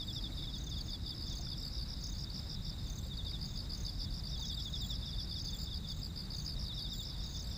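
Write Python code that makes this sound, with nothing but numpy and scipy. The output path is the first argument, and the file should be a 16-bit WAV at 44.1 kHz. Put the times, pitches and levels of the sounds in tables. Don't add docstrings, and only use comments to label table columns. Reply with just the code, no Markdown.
import sys
import numpy as np
from scipy import signal
from scipy.fft import rfft, irfft, next_fast_len
from scipy.io import wavfile
from scipy.ndimage import uniform_filter1d, map_coordinates

SR = 44100
rng = np.random.default_rng(int(sys.argv[2]) if len(sys.argv) > 2 else 0)


def dump(signal):
    limited = np.clip(np.atleast_2d(signal).T, -1, 1)
    pcm = np.round(limited * 32767).astype(np.int16)
    wavfile.write(sys.argv[1], SR, pcm)


def invert_db(level):
    return 10 ** (np.asarray(level, dtype=float) / 20)


N = 333837

# first chirp in seconds, last chirp in seconds,
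# peak level in dB.
BRIGHT_BOUTS = [
    (.135, .135, -44),
    (1.286, 1.438, -45),
    (1.584, 2.653, -44.3),
    (3.997, 5.063, -44.2),
    (5.202, 5.202, -43),
    (5.368, 5.368, -43.5),
    (6.598, 7.517, -45),
]
QUICK_BOUTS = [(.908, .908, -42), (1.067, 1.067, -41.5), (1.198, 1.198, -42.5), (1.343, 1.343, -47),
               (1.491, 1.786, -41.5), (3.27, 3.27, -43), (3.417, 3.854, -40), (4.006, 4.006, -42.5),
               (5.301, 5.591, -41), (5.733, 6.452, -40.7), (6.824, 6.824, -49)]
DEEP_BOUTS = [(.211, .211, -48.4), (.537, .537, -46.4), (.758, .758, -47.4), (1.28, 1.28, -48),
              (1.671, 1.976, -49), (2.137, 2.302, -46.5), (2.681, 2.681, -48), (3.036, 3.036, -49),
              (3.397, 3.397, -49), (4.258, 4.38, -49), (4.594, 4.594, -49.5), (4.818, 4.955, -47.5),
              (5.117, 5.278, -46), (5.456, 5.614, -47), (6.479, 6.797, -46), (6.937, 6.937, -47),
              (7.099, 7.429, -48)]
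SHARP_BOUTS = [(0, 0, -42), (.245, 0.05, -47), (.427, 0.4, -48), (.882, .882, -52), (1.151, 1.25, -43.5),
               (2.085, 2, -47), (3.954, 4, -51), (4.779, 5, -49.4), (5.358, 5.5, -50), (5.42, 5.42, -50),
               (6.467, 6.5, -42), (7.056, 7, -49.7)]
# start in seconds, peak level in dB.
SLOW_CHIRPS = [(0.071, -46.5), (0.375, -45), (0.709, -48), (0.942, -54), (1.105, -54), (1.359, -47),
               (1.491, -57), (1.797, -48), (2.029, -47), (2.868, -50.5), (3.142, -49), (3.901, -48),
               (4.109, -44.5), (4.24, -43.5), (4.381, -43.5), (4.515, -41), (5.189, -43.5), (5.372, -50.6),
               (5.52, -49), (6.223, -47), (6.37, -41), (6.507, -41), (6.651, -41.5), (6.793, -40.5),
               (7.002, -50), (7.166, -48.4), (7.33, -50)]
# time in seconds, peak level in dB.
LONE_STROKES = [(.667, -52), (.813, -39.5), (2.302, -46), (3.175, -42.5), (3.252, -49), (3.7, -42),
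                (2.8, -54), (2.96, -54), (2.98, -54)]
PARTNER_ALONE_S = [0.199, .35, .5, .7, .86, 1.02, 1.94, 2.4, 2.785, 3.29, 3.43, 3.58, 3.73, 3.88, 5.63]
OVERTONE_DB = dict(bright=-27.5, quick=-24.5, slow=-21.5, others=-24)

# first stroke in seconds, last stroke in seconds,
# peak level in dB.
NEAR_TRILLS = [
    (.018, .253, -40),
    (.552, .552, -43),
    (4.352, 4.352, -44),
    (4.434, 4.587, -40),
    (4.669, 4.918, -39.5),
]
NEAR_GROUPS = [(.391, .487, -42), (.679, .78, -42), (.893, .944, -42), (1.073, 1.118, -42.6),
               (1.277, 1.327, -44), (1.473, 1.529, -44.5), (3.565, 3.565, -49), (3.888, 3.888, -46),
               (4.01, 4.054, -48.5), (4.276, 4.276, -49), (5.035, 5.084, -41.5), (5.141, 5.195, -41.6),
               (5.322, 5.372, -42), (5.493, 5.543, -41.5), (5.68, 5.727, -42.5), (5.855, 5.911, -43),
               (7.1, 7.207, -51), (7.359, 7.359, -47), (7.52, 7.52, -48)]
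RIVAL_TRILLS = [
    (3.123, 3.123, -46.5),
    (3.198, 3.348, -43.5),
    (6.708, 7.005, -43),
]
FAR_TRILLS = [(.329, .402, -48.5), (.373, .373, -50), (.539, .612, -48), (1.047, 1.207, -52),
              (1.303, 1.384, -55), (1.633, 1.633, -52), (1.786, 1.935, -52.5), (2.121, 2.121, -50),
              (2.271, 2.271, -51), (2.569, 2.569, -50), (3.044, 3.044, -52), (4.322, 4.603, -47.5),
              (4.735, 4.9, -47), (5.051, 5.13, -51), (5.28, 5.28, -52), (5.4, 5.4, -53), (5.605, 5.84, -52),
              (6.012, 6.099, -52), (6.344, 6.344, -47), (6.499, 6.573, -50), (6.658, 6.887, -46.5),
              (7.046, 7.046, -49), (7.27, 7.27, -49), (7.471, 7.471, -50.5)]

# start in seconds, peak level in dB.
HIGH_LONG = [(.558, -48.5), (1.273, -49)]
HIGH_NEAR = [(2.015, -49), (2.875, -48), (3.752, -49), (4.374, -48.5), (5.396, -50.5), (6.340, -49.5),
             (7.315, -48.5)]
HIGH_FAR = [(.782, -58), (2.094, -58), (3.454, -57), (4.643, -57.5), (5.887, -58), (6.354, -59),
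            (7.238, -57.5)]
BUZZER = [(4.82, -52), (5.546, -51.5), (6.938, -51.5)]
THIN = [(.049, -58), (1.576, -57), (2.965, -56.5), (4.522, -57.5), (5.970, -57), (7.422, -56)]

# pitch in Hz, spread in Hz, glide in Hz/s, stroke in seconds,
# strokes per second, rms level in dB.
CROWD = [
    (3713, 123, -12000, 0.03, 190, -58),
    (4830, 190, -80000, 0.0093, 140, -62.5),
    (6450, 150, -80000, 0.022, 250, -73.5),
    (7424, 160, -30000, 0.0068, 380, -72),
]
# time in seconds, peak level in dB, pitch in Hz, t60 in seconds.
TICKS = [
    (.305, -45, 2200, 0.022),
    (.44, -44, 2250, 0.018),
    (1.394, -40.5, 708, 0.042),
    (1.469, -39, 1420, .012),
    (3.054, -43, 523, .07),
    (3.317, -40, 2200, 0.008),
    (4.392, -42.5, 893, .06),
    (6.488, -42, 2500, .008),
]
# time in seconds, peak level in dB, pitch in Hz, length in seconds, glide in Hz/s.
BIRD = (4.277, -55, 5400, 0.1, 20000)

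# time in seconds, rms level in dB.
HUM_DB = [
    (0, -57.5),
    (1.3, -59),
    (2.6, -67.5),
    (7.57, -69),
]
# time in seconds, rms level in dB.
RUMBLE_DB = [
    (0.0, -42.5),
    (5.57, -41.5),
    (7.57, -43),
]
# frequency in Hz, density in dB per Hz.
RUMBLE_SPECTRUM = [(12, -61), (20, -7.5), (49, 2.5), (119, -6.5), (146, -6), (203, -11.5), (231, -17.5),
                   (259, -18.5), (420, -31), (550, -62), (920, -120)]
# frequency in Hz, density in dB per Hz.
AIR_SPECTRUM = [(300, -5.5), (500, 0.5), (1000, -4), (2000, -8.5), (3000, -12.5), (4300, -1.5), (6000, -13),
                (8500, -16.5), (11000, -15.5)]

CHIRP_PACE_S, TRILL_PACE_S, GROUP_PACE_S = .15, .078, .051


def field_crickets():
    quick_rows = bouts(QUICK_BOUTS, CHIRP_PACE_S)
    bright = chirps(bouts(BRIGHT_BOUTS, CHIRP_PACE_S), 5050, .0158, .0165, -88000, count=4,
                    bend=.7, overtone_db=OVERTONE_DB["bright"])
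    quick = chirps(quick_rows, 4740, .0143, .011, -80000, count=4, first_db=-1.5,
                   rise=.6, overtone_db=OVERTONE_DB["quick"])
    slow = chirps(SLOW_CHIRPS, 4700, .0165, .012, -70000, count=3, first_db=-1.5,
                  overtone_db=OVERTONE_DB["slow"])
    wing = dict(length_s=.012, glide_hz_s=-90000, overtone_db=OVERTONE_DB["others"])
    deep = chirps(bouts(DEEP_BOUTS, CHIRP_PACE_S), 4750, .0158, count=4, **wing)
    sharp = chirps(bouts(SHARP_BOUTS, CHIRP_PACE_S), 5000, .0156, count=3, **wing)
    shadow = chirps(quick_rows + [.0135, -7, 0], 4926, .0155, count=3, **wing)
    lone = chirps(LONE_STROKES, 4650, 0, .011, -90000, count=1, rise=.6, overtone_db=OVERTONE_DB["quick"])
    return bright + quick + slow + lone + invert_db(-1.0) * (deep + sharp + shadow)


def partner():
    lead_s = .028
    leading = bouts(BRIGHT_BOUTS, CHIRP_PACE_S)[:, 0] - lead_s
    starts = np.concatenate([leading, PARTNER_ALONE_S])
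    rows = np.transpose([starts, np.full(len(starts), -52.)])
    song = chirps(rows, 5020, .0152, .012, -90000, count=6)
    return song + invert_db(-4.0) * grass(song)


def low_crickets():
    wing = dict(glide_hz_s=-11000, rise=.7, fall=.7, bend=.2, overtone_db=-38)
    s, db, _ = bouts(NEAR_TRILLS, TRILL_PACE_S).T
    near = strokes(s + .003, db, 3515, .056, **wing)
    s, db, place = bouts(NEAR_GROUPS, GROUP_PACE_S).T
    opening = place == 0
    length_s = np.where(opening, .035, .048)
    near += strokes(s + .002, db - 1 * opening, 3520, length_s, **wing)
    s, db, _ = bouts(RIVAL_TRILLS, TRILL_PACE_S).T
    rival = strokes(s, db, 3620, .057, glide_hz_s=-12000, rise=1.0, fall=.5, overtone_db=-30)
    s, db, _ = bouts(FAR_TRILLS, TRILL_PACE_S).T
    luck = rng.standard_normal((len(s), 2))
    far_db = db + 1.2 * luck[:, 0]
    far_hz = 3785 + 30 * luck[:, 1]
    far = strokes(s + .002, far_db, far_hz, .032, glide_hz_s=-13000, rise=.84, fall=.65, overtone_db=-28)
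    return invert_db(-1.6) * near + rival + far


def high_crickets():
    wing = dict(hz=6400, period_s=.0283, length_s=.016, glide_hz_s=-80000, first_db=-6)
    near = chirps(HIGH_LONG, count=6, **wing) + chirps(HIGH_NEAR, count=5, **wing)
    far = chirps(HIGH_FAR, hz=6600, period_s=.0283, length_s=.013, glide_hz_s=-80000, count=5)
    far = far + invert_db(0.5) * np.roll(far, 330)
    flutter = 1 + .61 * np.sin(2 * np.pi * 170 * np.arange(N) / SR + 2 * wobble(40))
    wing = dict(period_s=.0234, length_s=.021, glide_hz_s=-22000, count=5)
    buzz = chirps(BUZZER, hz=7270, **wing)
    buzz = buzz + invert_db(-15) * chirps(BUZZER, hz=6700, **wing)
    thin = chirps(THIN, hz=7550, period_s=.026, length_s=.014, glide_hz_s=-40000, count=5, first_db=-3)
    return near + far + flutter * buzz + thin


def strokes(s, db, hz, length_s, glide_hz_s, rise=.86, fall=.38, bend=0., overtone_db=-30):
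    s, db, hz, length_s = (v[:, None] for v in np.broadcast_arrays(s, db, hz, length_s))
    longest = length_s.max() * SR
    t = (np.arange(int(1.2 * longest)) - .65 * longest) / SR
    u = 2 * t / length_s + .12
    edge = np.clip(np.minimum((1 + u) / rise, (1 - u) / fall), 0, 1)
    envelope = np.sin(np.pi / 2 * edge) ** 2
    turn = hz * t + glide_hz_s * t ** 2 / 2 - bend * glide_hz_s * t ** 3 / (3 * length_s)
    turn = turn + rng.random(s.shape)
    wing = np.sin(2 * np.pi * turn) + invert_db(overtone_db) * np.sin(4 * np.pi * turn)
    sound = invert_db(db) * envelope * wing
    at = np.round((s + t[0]) * SR).astype(int) + np.arange(len(t)) + 1
    at = np.clip(at, 0, N + 1)
    return np.bincount(at.ravel(), sound.ravel(), N + 2)[1:N + 1]


def chirps(rows, hz, period_s, length_s, glide_hz_s, count, first_db=0., **shape):
    s, db = np.transpose(rows)[:2, :, None]
    k = np.arange(count)
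    luck = rng.standard_normal((len(s), count, 2))
    db = db + first_db * (k == 0) + 1.38 * luck[..., 0]
    pitch_hz = hz * (1 + .005 * luck[..., 1])
    times = s + k * period_s
    return strokes(times.ravel(), db.ravel(), pitch_hz.ravel(), length_s, glide_hz_s, **shape)


def bouts(rows, pace_s):
    out = []
    for first, last, db in rows:
        times = np.linspace(first, last, round((last - first) / pace_s) + 1)
        out += [(s, db, k) for k, s in enumerate(times)]
    return np.array(out)


def grass(x):
    t60_s, gap_s = .044, .002
    t = np.arange(SR // 5) / SR
    tail = rng.standard_normal(len(t)) * invert_db(-60 * t / t60_s) * (t > gap_s)
    return signal.fftconvolve(x, tail / np.linalg.norm(tail))[:N]


def crowd():
    total = np.zeros(N)
    for pitch_hz, spread_hz, glide_hz_s, length_s, rate, rms_db in CROWD:
        luck = rng.random((3200, 3))
        s = np.cumsum(2 * luck[:, 0]) / rate
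        inside = s < N / SR
        s, luck = s[inside], luck[inside]
        hz = pitch_hz + spread_hz * 3.05 * (luck[:, 2] - .5)
        group = strokes(s, 12 * luck[:, 1], hz, length_s, glide_hz_s)
        total += invert_db(rms_db + 1.4 * wobble(2.8)) * unit(group)
    return total


def ticks():
    crack_db, crack_t60_s = -2, .006
    out = np.zeros(N + SR)
    t = np.arange(SR // 8) / SR
    for s, db, pitch_hz, t60_s in TICKS:
        ring = invert_db(-60 * t / t60_s) * np.sin(2 * np.pi * pitch_hz * t) * (1 - np.exp(-8 * t / t60_s))
        noise = uniform_filter1d(rng.standard_normal(len(t)), size=7)
        crack = invert_db(crack_db - 60 * t / crack_t60_s) * noise * (t60_s < .03)
        out[round(s * SR):][:len(t)] += invert_db(db) * (ring + crack)
    return out[:N]


def bird():
    s, db, pitch_hz, length_s, glide_hz_s = BIRD
    return strokes([s], db, pitch_hz, length_s, glide_hz_s)


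def vehicle_hum():
    hum = unit(filtered(rng.standard_normal(N), lambda hz: 1 / (1 + ((hz - 290) / 60) ** 4)))
    return hum * invert_db(np.interp(np.arange(N) / SR, *np.transpose(HUM_DB)))


def traffic_rumble():
    rumble = unit(filtered(rng.standard_normal(N), lambda hz: invert_db(along(RUMBLE_SPECTRUM, hz))))
    return rumble * invert_db(np.interp(np.arange(N) / SR, *np.transpose(RUMBLE_DB)))


def air_hiss():
    air = unit(filtered(rng.standard_normal(N), lambda hz: invert_db(along(AIR_SPECTRUM, hz)) * (hz > 200)))
    flicker_db = .6 * wobble(8) + .6 * wobble(40)
    return invert_db(-57.5 + flicker_db) * air


def along(points, hz):
    f, v = np.transpose(points)
    return np.interp(np.log(hz + 1), np.log(f + 1), v)


def filtered(x, response):
    m = next_fast_len(N + 8192)
    return irfft(rfft(x, m) * response(np.fft.rfftfreq(m, 1 / SR)), m)[:N]


def unit(x):
    return x / np.sqrt(np.mean(x ** 2))


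def wobble(rate_hz):
    knots = rng.standard_normal(int(N * rate_hz / SR) + 4)
    return map_coordinates(knots, [np.arange(N) * rate_hz / SR])


def scene():
    songs = field_crickets() + low_crickets() + high_crickets()
    near = invert_db(0.54) * songs + invert_db(-9) * grass(songs) + partner()
    background = vehicle_hum() + traffic_rumble() + air_hiss()
    return (near + crowd() + ticks() + bird() + background)[None]


def drop_weak_cells(x):
    hz, t, z = signal.stft(x, SR / 2, nperseg=768)
    busy = np.sqrt(uniform_filter1d(np.mean(np.abs(z[205:280]) ** 2, 0), size=3))
    drift_db = 2 * wobble(5)[np.minimum((t * SR).astype(int), N - 1)]
    usual = np.median(np.abs(z[350:])) * (busy / np.median(busy)) ** .4
    tilt_db = 2.8 * (hz[:, None] - 10600) / 1000
    limit = usual * invert_db(2 + drift_db + tilt_db)
    return signal.istft(z * (np.abs(z) > limit), SR / 2, nperseg=768)[1][:len(x)]


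def low_pass(x):
    return signal.sosfilt(signal.butter(12, 16810, fs=SR, output="sos"), x)


def record(dry):
    slow = filtered(dry[0], lambda hz: 1 / (1 + (hz / 11000) ** 24))[::2]
    held = np.repeat(drop_weak_cells(slow), 2)[:N]
    held = filtered(held, lambda hz: 1 / (1 + (hz / 15500) ** 300))
    return low_pass(held[None])


dry = scene()
out = record(dry)
dump(out)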